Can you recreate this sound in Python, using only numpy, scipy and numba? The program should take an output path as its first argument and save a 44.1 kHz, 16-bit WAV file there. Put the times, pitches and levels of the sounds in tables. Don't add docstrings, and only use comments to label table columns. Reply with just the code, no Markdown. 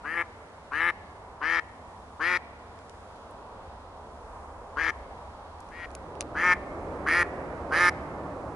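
import sys
import numpy as np
from scipy import signal
from scipy.fft import rfft, irfft, next_fast_len
from scipy.io import wavfile
from scipy.ndimage import uniform_filter1d
from numba import njit

SR = 44100
rng = np.random.default_rng(int(sys.argv[2]) if len(sys.argv) > 2 else 0)


def invert_db(x):
    u = np.asarray(x, float) / 20
    return 10 ** u


def dump(signal):
    limited = np.clip(np.atleast_2d(signal).T, -1, 1)
    pcm = np.round(limited * 32767).astype(np.int16)
    wavfile.write(sys.argv[1], SR, pcm)


N = 377055
T = np.arange(N) / SR


def unit(x):
    return x / np.sqrt(np.mean(x ** 2))


def on_log(hz, table):
    table_hz, table_db = np.transpose(table)
    return np.interp(np.log(hz + 1), np.log(table_hz), table_db)


def walk(rate):
    hold = int(SR / rate)
    steps = np.repeat(rng.standard_normal(N // hold + 1), hold)
    return 1.3 * uniform_filter1d(uniform_filter1d(steps, hold), hold)[:N]


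@njit
def svf(x, hz, width):
    y, b, l = np.empty(len(x)), 0., 0.
    for i in range(len(x)):
        g, k = np.tan(np.pi * hz[i] / SR), width / hz[i]
        v = (b + g * (x[i] - l)) / (1 + g * (g + k))
        b, l, y[i] = 2 * v - b, l + 2 * g * v, k * v
    return y


def band(x, hz, width):
    return svf(x, np.minimum(hz * np.ones(len(x)), .4 * SR), float(width))


def modes(x, table, order):
    out = 0
    for k, (hz, width, db) in enumerate(table):
        ring = x
        for _ in range(order):
            ring = band(ring, hz, width)
        out = out + (-1) ** k * invert_db(db) * ring
    return out


def air(colour, side_db, lean_db, lanes_db):
    hiss_db = -65.5
    size = next_fast_len(N)
    hz = np.fft.rfftfreq(size, 1 / SR)
    mid, side = rfft(rng.standard_normal((2, size))) * invert_db(on_log(hz, colour))
    side = side * invert_db(on_log(hz, side_db) + 2)
    lean = invert_db(on_log(hz, lean_db) / 2)
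    pair = np.array([(mid + side) * lean, (mid - side) / lean])
    octave = np.clip(np.log2(hz / 30 + 1e-9), 0, 8)
    bands = []
    for k in range(9):
        share = np.clip(1.5 - 2 * np.abs(octave - k), 0, 1)
        bands.append(invert_db(.8 * walk(6)) * irfft(pair * share, size)[:, :N])
    groups = bands[:2], bands[2:4], bands[4:6], bands[6:7], bands[7:]
    return sum(invert_db(db + 1) * unit(sum(g)) for g, db in zip(groups, lanes_db + [hiss_db]))


# frequency in Hz, level in dB per Hz.
COLOUR_1 = [(12, -53.5), (20, -18), (48, -10), (75, -4.5), (100, -6), (130, -19), (221, -12), (355, -15.5),
            (439, -12), (969, -9), (1400, -20), (1690, -27), (2260, -35), (2940, -43.5), (11000, -53.5),
            (14300, -76), (22000, -120)]
COLOUR_2 = [(12, -46), (20, -28.5), (85, -6), (179, -8.5), (246, -7.5), (280, -6), (312, -3.5), (395, -2),
            (572, 0.5), (1020, -5.5), (1170, -6.5), (1560, -13.5), (2080, -24), (2940, -30), (11000, -39.5),
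            (14300, -91), (22000, -120)]
# frequency in Hz, side level minus middle level in dB.
WIDTH_1 = [(60, -39), (110, -17), (190, -16), (350, -13), (630, -14.5), (1130, -13), (2030, 1.5), (3640, 2),
           (6550, -2), (11800, 0)]
WIDTH_2 = [(60, -31), (110, -23), (190, -19.5), (350, -16), (630, -18.5), (1130, -13), (2030, 3.5),
           (3640, -2.5), (6550, -4.5), (11800, -2)]
# frequency in Hz, left minus right in dB.
BALANCE_1 = [(60, -1), (110, 1), (190, 0.0), (350, 0.0), (630, -0.5), (1130, -2.5), (2030, -0.5),
             (3640, 0.0), (6550, -0.7), (11800, 1)]
BALANCE_2 = [(60, 0.5), (110, -1.5), (190, 0.5), (350, -0.5), (630, -1.5), (1130, -4), (2030, -10.5),
             (3640, -1), (6550, -0.5), (11800, 1)]
# time in seconds, nearness in dB.
ROAD_NEARNESS = [(0, -1.5), (.6, -2.5), (1.2, -1.5), (1.9, -1.5), (2.6, -2.5), (3.1, -0.5), (3.6, 0),
                 (4.2, 1.5), (4.8, 2), (5.3, 1.7), (5.8, 1.5), (6.3, -.5), (6.8, 2), (7.2, 1), (7.7, 0.5),
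                 (8.1, -.5), (8.55, -0.5)]
# level at the first stand in dB, at the second in dB,
# dB gained per dB of nearness, own swell in dB.
ROAD_PARTS = [
    (-54, -47.5, 2.5, 1.1),
    (-57.5, -44, -0.44, .8),
    (-48, -39.5, 0.8, 0.43),
    (-61.5, -53.5, 0.24, 1.3),
]


def far_road(fade):
    near_db = np.interp(T, *np.transpose(ROAD_NEARNESS))
    first, second = (
        [part[k] + part[2] * near_db + part[3] * walk(3.03) for part in ROAD_PARTS] for k in range(2))
    first_air = air(COLOUR_1, WIDTH_1, BALANCE_1, first)
    second_air = air(COLOUR_2, WIDTH_2, BALANCE_2, second)
    return np.sqrt(1 - fade) * first_air + np.sqrt(fade) * second_air


# frequency in Hz, level at the first stand in dB, level at the second in dB.
MOTORS = [(157.7, -66, -53), (276, -79, -52.5)]


def hums(fade):
    out = 0
    for hz, first_db, second_db in MOTORS:
        phase = 2 * np.pi * np.cumsum(hz * (1 + 0.0182 * walk(12))) / SR
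        level_db = first_db + fade * (second_db - first_db) + 1.3 * walk(4)
        out = out + invert_db(level_db) * np.sin(phase)
    return out


# time in seconds, frequency in Hz, level in dB, seconds to die by 60 dB.
KNOCK = (4.93, 62, -37, .6)


def thump():
    s, hz, db, t60 = KNOCK
    t = np.maximum(T - s, 0)
    return invert_db(db - 60 * t / t60) * np.minimum(t / 0.045, 1) * np.sin(2 * np.pi * hz * t)


# time in seconds, peak in dB, low ring in dB, high ring in dB, middle ring in Hz.
HAND_CLICKS = [(2.7894, -49, 10, -20, 5920), (2.8959, -38.5, -6, -9, 4840), (3.1594, -55, -2, 1, 4750),
               (3.1894, -58, -5, -17, 4060), (3.31, -58, -9, 13, 4850), (5.6045, -40.5, -21, -1, 6500),
               (5.6884, -49, 1, -10, 4900), (5.9055, -44, -2, -11, 4500), (5.9144, -47, 2, -4, 6370),
               (5.9511, -27.5, -3.5, -4, 6450), (6.0844, -67, 7, -7, 5640), (6.1534, -49, 10, -7, 4260),
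               (6.208, -16.5, 3, -5, 6300), (6.216, -27.5, -2, -22, 4580), (6.2246, -40, 10, -9, 5190)]


def clicks():
    out, size = np.zeros((2, N)), 600
    pan_db = -8
    t = T[:size]
    for s, db, low_db, high_db, hz in HAND_CLICKS:
        burst = rng.standard_normal((2, size)) * t * np.exp(-t / 0.00064)
        burst[1] = 0.12 * burst[0] + 0.37 * burst[1]
        rings = [(2400, 1600, low_db), (hz, 5000, 0), (10000, 1600, high_db + 8.5)]
        hit = np.array([modes(b, rings, order=2) for b in burst])
        middle = np.abs(modes(burst[0], rings[1:2], order=2)).max()
        a = int((s - .0005) * SR)
        out[:, a:a + size] += hit / middle * invert_db(db + np.array([[pan_db], [-pan_db]]) / 2)
    return out


def voice_pulses(t, hz, start, end, main_hz, beat):
    break_s, break_scatter, edge_s, edge_scatter = .012, .008, .02, .013
    limp_late, limp_db, return_limp_db = .35, 30, 95
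    gust, hoarse = .009, .8
    beats = np.interp(np.arange(1, 60) - .7, np.cumsum(hz) / SR, t, right=99)
    chance = rng.standard_normal((59, 2)).T
    wobble = break_scatter * np.exp(-((beats - beat[0]) / break_s) ** 2)
    start_edge = np.exp(-((beats - start) / edge_s / 2) ** 2)
    end_edge = np.exp(-((beats - end) / edge_s) ** 2)
    scatter = np.where(beats < beat[0], *beat[1:3]) + wobble + edge_scatter * (start_edge + end_edge)
    limp = np.where(beats < beat[0], *beat[3:]) + 2 * wobble
    swing = (-1) ** np.arange(59)
    beats = beats + (scatter * chance[0] + limp_late * limp * swing) / 170
    size = invert_db(scatter * 70 * chance[1] + limp * swing * limp_db)
    keep = beats < end
    lags = np.arange(len(t))[:, None] - (beats[keep] - t[0]) * SR
    pulses = np.sinc(lags) @ size[keep]
    puff_shape = signal.lfilter([1], [1, -np.exp(-1 / (.003 * SR))], np.abs(pulses))
    puffs = puff_shape * rng.standard_normal(len(t))
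    round_trip = 4 * SR / np.interp(beats[keep], t, main_hz)
    return_size = (size * invert_db(limp * swing * return_limp_db))[keep]
    returned = np.sinc(lags - round_trip) @ return_size
    breath = (gust + hoarse * np.interp(t, beats, scatter)) * puffs
    return pulses, puffs, pulses + .5 * returned + breath


REST_HZ = 1780
# frequency in Hz, level in dB, share of the bill's movement from 0 to 1.
WINDPIPE = [(841, -10.5, 0.42), (1212, -3, 0.66), (1772, 6, 0.81), (2099, 2, 0.85), (2384, -4, 0.75)]


def throat_sound(drive, main_hz, low_db, high_db, bill_hz, bill_db):
    rings = []
    for hz, db, share in WINDPIPE:
        width = 170 * hz / REST_HZ * 1.63 ** (hz < 1400)
        level_db = db + (low_db + 12.0) * (hz < 1400) + high_db * (hz > 2000)
        rings.append((hz * (main_hz / REST_HZ) ** share, width, level_db))
    rings.append((bill_hz * (main_hz / REST_HZ) ** .3, 350, bill_db))
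    throat = band(modes(drive, rings, order=1), 2110, 4800)
    return throat / np.sqrt(uniform_filter1d(throat ** 2, size=900) + 0.015 * np.mean(throat ** 2))


# frequency in Hz, width in Hz, level in dB.
RASP_RINGS = [(3880, 590, 6), (4900, 990, 6.5), (5590, 430, 5.5), (6500, 1640, -0.5)]
# frequency in Hz, width in Hz, level in dB.
BREATH_RINGS = [(7760, 990, -16), (10300, 5000, 3)]


def rasp_sound(drive, puffs, age, main_hz, palate_db, air_db):
    mottle = [np.interp(age, np.arange(8) * .035, 2 * row) for row in rng.standard_normal((4, 8))]
    rings = []
    for (hz, width, db), wander_db in zip(RASP_RINGS, mottle):
        level_db = db + palate_db * (hz < 4300) + wander_db
        rings.append((hz * (main_hz / REST_HZ) ** .3, width, level_db))
    rasp = modes(drive + .016 * puffs, rings, order=2)
    breath = modes(drive + .04 * puffs, BREATH_RINGS, order=2)
    return unit(rasp + invert_db(air_db - 4.0) * breath)


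def quack(call, pitch, bill, turn, colour, beat):
    (start, end, db, swell_db, pan_db), (first_hz, top_hz, rise_s, last_hz) = call, pitch
    open_hz, open_s, drop_hz, bill_hz = bill
    (jump_s, jump_db, upper_db, low_db), (rasp_db, chest_db, bill_db, air_db, palate_db) = turn, colour
    a = int(start * SR)
    t = T[a:a + int((end - start + .05) * SR)]
    age, left = t - t[0], np.maximum(end - t, 0)
    full = np.tanh((t - jump_s) / .003) / 2
    closing = np.exp(-left / 0.004)
    effort_db = db - swell_db * left / (end - start) - 20.5 * np.exp(-age / 0.0084) - 6.5 * closing
    hz = first_hz + (top_hz - first_hz) * np.sin(np.pi / 2 * np.minimum(age / rise_s, 1)) ** 1.2
    hz = hz + (last_hz - top_hz) * np.clip((age - rise_s) / (end - start - rise_s), 0, 1) ** 1.5
    main_hz = open_hz + (1202 - open_hz) * np.exp(-(age / open_s) ** 0.92)
    main_hz = main_hz - drop_hz * (1 + np.tanh((t - beat[0]) / 0.0035)) / 2
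    muffle = np.exp(-age / 0.022)
    low_db = low_db + 10.5 * muffle + 4 * full
    dark_db = -10.5 * np.exp(-age / 0.021)
    rasp_db = rasp_db - 19.5 * np.exp(-age / 0.021) + 4 * closing
    chest_db = chest_db + 5 * muffle
    pulses, puffs, drive = voice_pulses(t, hz, start, end, main_hz, beat)
    throat = throat_sound(drive, main_hz, low_db, upper_db * full + dark_db, bill_hz, bill_db + dark_db)
    rasp = rasp_sound(drive, puffs, age, main_hz, palate_db, air_db)
    chest = unit(band(band(pulses, 2.4 * hz, 320), 2.3 * hz, 320))
    onset = np.minimum(age / 0.0021, 1)
    shut = np.exp(-np.maximum(t - end, 0) / 0.047)
    mix = throat + invert_db(rasp_db) * rasp + invert_db(chest_db) * chest
    return a, onset * shut * invert_db(effort_db + jump_db * full) * mix, pan_db


def ports(x, pan_db):
    share = np.tanh(pan_db * np.log(10) / 40)
    lead = 0.19 * (band(x, 790, 1100) - band(x, 2300, 1200))
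    treble = .75 * np.roll(band(band(x, 7500, 12000), 7500, 12000), 3)
    side = 0.82 * share * band(x, 1830, 800) + lead + treble
    return np.array([x + side, x - side])


# start in seconds, end in seconds, full effort in dB, swell over the call in dB,
# left minus right in dB.
CALLS = [
    (.034, 0.223, -29, 4, 13),
    (.71, .905, -25, 4, 13.5),
    (1.406, 1.599, -24, 6.5, 17),
    (2.193, 2.371, -23.5, 5.5, 16),
    (4.76, 4.908, -27, -0.5, 15),
    (5.7, 5.855, -38, 13.5, 14),
    (6.343, 6.535, -19.5, 9.5, 3),
    (7.057, 7.232, -22, 1.5, 1.5),
    (7.707, 7.894, -20, 3.5, -3),
]
# first pulse rate in Hz, top rate in Hz, time to the top in seconds,
# last rate in Hz.
CALL_PITCH = [(138.7, 170.5, .14, 169), (137, 173, .16, 173), (143.8, 168, .12, 166),
              (147.7, 180, .115, 175), (134.5, 162, .065, 162), (159, 173.6, .09, 170),
              (140.4, 180.5, .125, 177), (148.3, 175.5, 0.13, 171), (145.7, 177.6, .125, 176.5)]
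# throat resonance when open in Hz, time to open in seconds, drop at the break in Hz,
# bill ring in Hz.
CALL_BILL = [(1906, 0.038, 130, 2980), (1850, 0.03, 118, 2960), (1806, 0.028, 0, 3190),
             (1940, 0.029, 50, 3270), (1796, 0.031, 0, 3340), (1910, 0.018, 0, 3170),
             (1898, 0.028, 124, 3300), (1864, 0.016, 6, 3460), (1830, 0.026, 95, 3240)]
# time in seconds, jump in dB, gain of the upper rings there in dB,
# low rings in dB.
VOICE_JUMPS = [(.168, 4, 5.1, -8), (.8, 2.5, 4.5, -9), (1.552, -1.5, 1, -7.5), (2.295, -1.4, 1.5, -8),
               (4.86, 1, -1, -9), (5.8, 0, -2, -14), (6.43, 3, 2.5, -8), (7.14, 0.4, -2.5, -10),
               (7.805, 2.5, 1.5, -7.5)]
# rasp, chest, bill ring, air and palate ring, all in dB.
HEAD_COLOUR = [(-33, -16, -15, 4, -1), (-28.5, -19.5, -13, 3, 10), (-25, -19, -16, -8, 0.5),
               (-22.5, -17, -18, -6.5, 3), (-24.5, -18.5, -17.5, -8, 1), (-23.5, -18, -15, -3, 9),
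               (-27, -20.5, -21.5, -5, -5), (-23, -17, -26, -1.5, -1), (-19.5, -20, -19.5, -3, -1.5)]
# time in seconds, period scatter before and after (0 to 1),
# long-short alternation before and after (0 to 1).
BEAT_BREAKS = [(.142, .003, .004, 0, .006), (.805, .003, .003, 0, .028), (1.495, .003, .005, 0, .03),
               (2.312, .003, .005, 0, .01), (4.8, .014, .017, .015, .02), (5.7, .002, .002, 0, 0),
               (6.425, .003, .002, 0, 0), (7.145, .008, .003, .025, 0), (7.79, .005, .002, 0, 0)]


def duck():
    voice, pan_db = np.zeros(N), np.zeros(N)
    for rows in zip(CALLS, CALL_PITCH, CALL_BILL, VOICE_JUMPS, HEAD_COLOUR, BEAT_BREAKS):
        a, v, p = quack(*rows)
        voice[a:a + len(v)], pan_db[a:a + len(v)] = v, p
    woods_db, woods_t60_s, woods_late_s = -20.5, 1.47, 0.065
    t = T[:SR]
    tail = rng.standard_normal((2, SR)) * invert_db(-60 * t / woods_t60_s) * np.clip(t / woods_late_s - .2, 0, 1)
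    tail[1] = -.3 * tail[0] + tail[1]
    echo = signal.fftconvolve(band(voice, 2770, 2700)[None], tail / np.sqrt(SR / 10), axes=1)[:, :N]
    return ports(voice, pan_db) + invert_db(woods_db) * echo


# start in seconds, end in seconds.
CROSS_FADE = (5.864, 6.99)


def scene():
    fade = np.interp(T, CROSS_FADE, (0, 1))
    return far_road(fade) + hums(fade) + thump() + clicks() + duck()


def band_limit(x):
    return signal.sosfilt(signal.butter(12, 12370, fs=SR, output="sos"), x)


def record(dry):
    size = next_fast_len(N)
    edge = np.clip((11000 - np.fft.rfftfreq(size, 1 / SR)) / 160 + .5, .003, 1)
    mix = irfft(rfft(dry, size) * edge, size)[:, :N]
    return band_limit(mix)


dry = scene()
out = record(dry)
dump(out)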